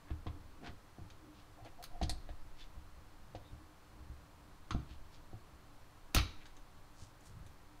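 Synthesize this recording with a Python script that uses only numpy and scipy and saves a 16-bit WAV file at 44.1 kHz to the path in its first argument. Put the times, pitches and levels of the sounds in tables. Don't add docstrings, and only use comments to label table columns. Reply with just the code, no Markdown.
import sys
import numpy as np
from scipy import signal
from scipy.fft import rfft, irfft
from scipy.io import wavfile

SR = 44100
rng = np.random.default_rng(int(sys.argv[2]) if len(sys.argv) > 2 else 0)


def put_to_file(sound):
    columns = np.atleast_2d(sound).T
    safe = np.clip(columns, -1, 1)
    whole_steps = np.round(safe * 32767)
    wavfile.write(sys.argv[1], SR, whole_steps.astype(np.int16))


N = 343980
T = np.arange(N) / SR
HIT_T = T[:SR * 3 // 4]
SECOND_PLUG_S = 4.0


def undb(db):
    return 10 ** (np.asarray(db) / 20)


def unit(x):
    return x / np.sqrt(np.sum(x ** 2))


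def level(x, db):
    return x * undb(db) / np.sqrt(np.mean(x ** 2))


def hit_level(x, db):
    return unit(x) * undb(db) * np.sqrt(SR / 100)


def add(out, s, x):
    i = max(int(s * SR), 0)
    out[i:i + len(x)] += x[:N - i]


def fade(t60):
    return np.exp(-np.log(1000) * HIT_T / t60)


def band(x, hz, width_hz):
    b, a = signal.iirpeak(min(hz, SR / 2 - 1), hz / min(width_hz, SR / 4), fs=SR)
    return signal.lfilter(b, a, x + 1e-18)


def keep(x, hz, side, order=2):
    return signal.sosfilt(signal.butter(order, min(hz, .45 * SR), side, fs=SR, output="sos"), x + 1e-18)


def ring(tones):
    return sum(undb(db) * fade(t60) * np.sin(2 * np.pi * hz * HIT_T) for hz, db, t60 in tones)


# f/Hz, relative level/dB
AIR_SPECTRUM = [(15, -28.5), (25, -6), (38, -8.5), (64, -5.5), (119, -10), (209, -17.5), (297, -25),
                (340, -31), (378, -17.5), (410, -25), (482, -22), (666, -22), (1050, -20.5), (2170, -34.5),
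                (15500, -45)]
# f/Hz, width/Hz, level/dB
FAN_RESONANCES = [(298.5, 14.5, -71.5), (1053, 1000, -70), (4220, 370, -83)]


def fan():
    air_hz, air_db = np.transpose(AIR_SPECTRUM)
    f = np.maximum(np.arange(N // 2 + 1) * SR / N, 1)
    shape = undb(np.interp(np.log(f), np.log(air_hz), air_db))
    air = level(irfft(rfft(rng.standard_normal(N)) * shape, N), db=-61)
    waver_db = 2 * level(keep(rng.standard_normal(N), 3.3, "low"), db=0)
    air += keep(air, 180, "low", order=1) * (undb(waver_db) - 1)
    housing = sum(level(band(rng.standard_normal(N), hz, width), db) for hz, width, db in FAN_RESONANCES)
    return air + housing


def room(x, low_t60=0.44, mid_t60=0.51):
    low, mid, high = rng.standard_normal((3, len(HIT_T)))
    tail = undb(1.5) * keep(low, 990, "low") * fade(low_t60)
    tail += keep(keep(mid, 900, "high"), 6000, "low", order=4) * fade(mid_t60)
    tail += undb(5) * keep(keep(high, 5500, "high"), 12000, "low") * fade(mid_t60 / 2)
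    build_up = 1 - np.exp(-HIT_T / 0.01)
    return signal.fftconvolve(x, unit(tail * build_up))[:N]


# t/s, level/dB, hold/s
HAND_LEANS = [(.1, -58.5, .5), (1.97, -45.5, .4), (4.75, -51.5, 0.13), (6.2, -52.5, .2)]


def sway(rise_s=0.12, fall_s=0.27):
    rumble = keep(band(rng.standard_normal(N), hz=6.4, width_hz=14.7), 31, "low")
    weight = undb(-61)
    for s, db, hold_s in HAND_LEANS:
        before, after = np.maximum(s - T, 0), np.maximum(T - s - hold_s, 0)
        weight = weight + undb(db) * np.exp(-before / rise_s - after / fall_s)
    return level(rumble, db=0) * weight


def slips(length_s, per_s, spread_db=2.5):
    gap, size, direction = rng.standard_normal((3, 1024))
    at = (np.cumsum(np.exp(gap / 2)) * SR / per_s).astype(int)
    out = np.zeros(int(length_s * SR))
    inside = at < len(out)
    out[at[inside]] = (undb(spread_db * size) * np.sign(direction))[inside]
    return out


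def slide(peak_s, half_s, db, hz, width_hz, slips_per_s=660):
    clicks = slips(4 * half_s, slips_per_s)
    swell = np.exp(-np.linspace(-2, 2, len(clicks)) ** 2)
    grains = keep(band(clicks * swell, hz, width_hz), 1.13 * hz, "low")
    out = np.zeros(N)
    add(out, peak_s - 2 * half_s, unit(grains) * undb(db) * np.sqrt(half_s * SR))
    return out


# peak t/s, level/dB
CABLE_DRAGS = [(0.349, -59), (1.265, -58), (2.11, -61), (3.621, -62), (3.957, -66)]


def drags():
    return sum(slide(s, half_s=.05, db=db, hz=304.5, width_hz=10) for s, db in CABLE_DRAGS)


# peak t/s, half length/s, level/dB, f/Hz
SLEEVE_RUBS = [(0.102, 0.027, -60, 1540), (.666, 0.066, -52, 256), (.669, 0.034, -53, 1600),
               (0.672, 0.029, -55.5, 3550), (1.384, .05, -68, 3780), (1.67, 0.024, -61.5, 2360),
               (2.614, .036, -59.5, 3700), (4.917, 0.039, -64, 3400), (5.148, 0.036, -65.5, 4530),
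               (6.422, .016, -61, 2540), (7.022, 0.058, -63.5, 6340), (7.274, 0.032, -64.5, 7760),
               (7.389, 0.088, -52, 100)]


def rubs():
    return sum(slide(s, half_s, db, hz, width_hz=0.82 * hz) for s, half_s, db, hz in SLEEVE_RUBS)


# peak t/s, half length/s, level/dB, f/Hz
PLASTIC_SQUEAKS = [(2.617, 0.015, -57, 3510), (3.467, .04, -70, 3700)]


def squeaks():
    return sum(slide(*squeak, width_hz=110, slips_per_s=2500) for squeak in PLASTIC_SQUEAKS)


def push(ringing, contact_s):
    force = HIT_T * np.exp(-4 * HIT_T / contact_s)
    return signal.fftconvolve(force, ringing)[:len(HIT_T)]


# f/Hz, level against the lid/dB, fade time/s
BOX_TONES = [(114, -3.5, 0.17), (176, -3, 0.071), (244, -15, 0.053), (300.4, -4.5, 0.21),
             (297, -8.5, 0.047), (356, -21, 0.47)]


def box_thump(db, lid_hz, contact_cycles):
    lid = ring([(lid_hz, 0, .28)])
    return hit_level(push(lid + ring(BOX_TONES), contact_cycles / lid_hz), db)


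# t/s, level/dB, lid f/Hz
BOX_NUDGES = [(.691, -44, 89), (1.014, -42, 96.4), (1.624, -49.5, 110), (2.774, -45, 73), (2.972, -48, 77),
              (3.53, -41, 77), (4.004, -45, 73.4), (4.099, -41, 68), (4.911, -42.5, 73), (6.212, -35.5, 70),
              (7.022, -47, 95), (7.349, -54, 101)]


def nudges():
    out = np.zeros(N)
    for s, db, lid_hz in BOX_NUDGES:
        add(out, s, box_thump(db, lid_hz, contact_cycles=.3))
    return out


# f/Hz, relative level/dB, fade time/s
BOARD_TONES = [(330, -15, 0.12), (470, -27, 0.023), (524, -22, 0.15), (708, -5.5, 0.11), (761, -6.5, 0.078),
               (890, -32, 0.076)]


def board_ring():
    return ring(BOARD_TONES)


# start t/s, length/s, level/dB
PLUG_CREAKS = [(.612, 0.084, -58.5), (1.558, 0.072, -62.5), (1.642, 0.046, -56), (1.768, .068, -57),
               (1.9, 0.099, -58.5)]


def creaks():
    out = np.zeros(N)
    for s, length_s, db in PLUG_CREAKS:
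        clicks = slips(length_s, per_s=2200)
        grip = np.sqrt(np.hanning(len(clicks)))
        judder = signal.fftconvolve(band(clicks * grip, hz=520, width_hz=420), board_ring())
        add(out, s, unit(judder) * undb(db) * np.sqrt(length_s * SR))
    return out


def crack(t60, clatter_db):
    burst, body, treble = rng.standard_normal((3, len(HIT_T)))
    clatter = keep(body, 5000, "low", order=4) * fade(t60)
    clatter += keep(treble, 4700, "high", order=4) * fade(0.095)
    return unit(burst * fade(.0045)) + undb(clatter_db) * unit(clatter)


# t/s, board level/dB, struck spot f/Hz, box level/dB, lid f/Hz
PLUG_KNOCKS = [(0.105, -48, 309, -31.5, 79), (.262, -46, 262, -34.5, 90.5), (.269, -48.5, 483, -37.5, 74.4),
               (.985, -50.5, 288, -48, 161), (2.014, -37, 717, -28, 70), (2.02, -41, 200, -40, 149),
               (2.031, -41, 305, -39.5, 112), (2.0948, -44.5, 730, -36, 55), (2.291, -50.5, 596, -41, 68),
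               (3.3492, -44.5, 548, -43.5, 101), (4.709, -46, 296, -37, 99), (4.737, -52, 190, -29, 64),
               (4.748, -36, 255, -36, 140), (5.3316, -51.5, 360, -42.5, 107),
               (6.149, -32.5, 282, -22.5, 56.2), (6.154, -44, 714, -46, 113), (6.166, -41, 530, -24, 88)]


def knocks(lid_lag_s=0.00796):
    out = np.zeros(N)
    for s, board_db, hz, box_db, lid_hz in PLUG_KNOCKS:
        board = push(board_ring(), contact_s=0.32 / hz)
        rattle = keep(band(crack(t60=0.46, clatter_db=12), hz, 0.38 * hz), 1.27 * hz, "low")
        spot = unit(rattle) + undb(6) * unit(ring([(hz, 0, .045)]))
        spot_db = 2.5 - 7.5 * np.log2(hz / 400)
        add(out, s, hit_level(unit(board) + undb(spot_db) * unit(spot), board_db))
        add(out, s + lid_lag_s, box_thump(box_db, lid_hz, contact_cycles=0.39))
    return out


# f/Hz, relative level/dB, fade time/s
FIN_TONES = [(3450, -17, .3), (3730, -1, 0.87), (3900, 26.5, 0.39), (3980, -10, .55), (4200, -20, .55),
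             (4180, -2, 0.96), (4530, -10, 0.39)]


def fins(shaking):
    return undb(-24) * signal.fftconvolve(shaking, unit(ring(FIN_TONES)))[:N]


# t/s, level/dB, part f/Hz, part level against the housing/dB, treble limit/Hz
PLUG_SNAPS = [(0.107, -59, 1030, -4, 3400), (0.2667, -49, 1055, 1.5, 3320), (1.102, -58.5, 3400, -22, 6350),
              (1.648, -62.5, 4200, -9, 8000), (1.827, -54, 4250, -8, 14800), (1.8397, -48, 4100, -5, 16000),
              (2.015, -49.5, 1870, -20, 4630), (2.028, -46, 3300, -2, 7500), (2.034, -47, 4230, 1, 6200),
              (2.0948, -39.5, 3970, 3, 8100), (2.096, -44.5, 8300, 2, 10700), (2.29, -58.5, 1730, -3, 4000),
              (3.351, -56, 3600, -14, 4740), (4.7074, -38.5, 1210, 3.5, 5400), (6.143, -52, 1460, -4, 5000),
              (6.147, -29, 2800, -11.5, 15000), (6.15, -37, 5700, 10, 13000),
              (6.165, -32, 1260, -1.5, 4900), (6.173, -35.5, 4340, 5, 4800), (6.184, -34, 2200, -6, 4500),
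              (6.456, -57, 1630, -6, 6200), (6.465, -69, 6400, 6, 7800), (6.567, -62, 6200, -2, 7900),
              (7.208, -69, 6660, 0, 13000), (7.465, -63.5, 6000, -8, 12000)]


def snaps():
    # f/Hz, width/Hz, relative level/dB
    resonances = [(1580, 2600, 6.0), (2460, 1800, -7.5), (3550, 1360, 6.5), (4040, 980, -13),
                  (6240, 380, 7), (9200, 2700, 0.5), (13500, 5800, -0.5)]
    out = np.zeros(N)
    for s, db, hz, part_db, treble_hz in PLUG_SNAPS:
        clatter_db = 10 - 4 * np.log2(treble_hz / 4000)
        clatter_t60 = 0.11 if s < SECOND_PLUG_S else 0.12
        click = crack(clatter_t60, clatter_db)
        housing = sum(undb(gain_db) * band(click, f, width) for f, width, gain_db in resonances)
        housing = keep(housing, treble_hz, "low", order=3)
        t60 = 0.071 * (1200 / hz) ** 0.41
        part_tones = ring([(hz, 0, t60), (1.06 * hz, -5, t60)])
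        part_noise = band(band(click, hz, 0.3 * hz), hz, 0.3 * hz)
        part = unit(part_noise) + undb(-2.5) * unit(part_tones)
        add(out, s, hit_level(unit(housing) + undb(part_db) * unit(part), db))
    return out


def scene():
    plastic = snaps()
    behind_cooler = plastic * (T > SECOND_PLUG_S)
    near = plastic + fins(behind_cooler) + knocks() + nudges() + rubs() + squeaks() + drags() + creaks()
    echoes = room(undb(-19) * near + undb(-22) * behind_cooler)
    mono = near + echoes + sway() + fan()
    return np.array([mono, mono])


def record(dry, top_hz=15600):
    hiss = undb(-81.5) * rng.standard_normal(dry.shape)
    return signal.sosfilt(signal.ellip(10, .2, 80, top_hz, fs=SR, output="sos"), dry + hiss)


dry = scene()
out = record(dry)
put_to_file(out)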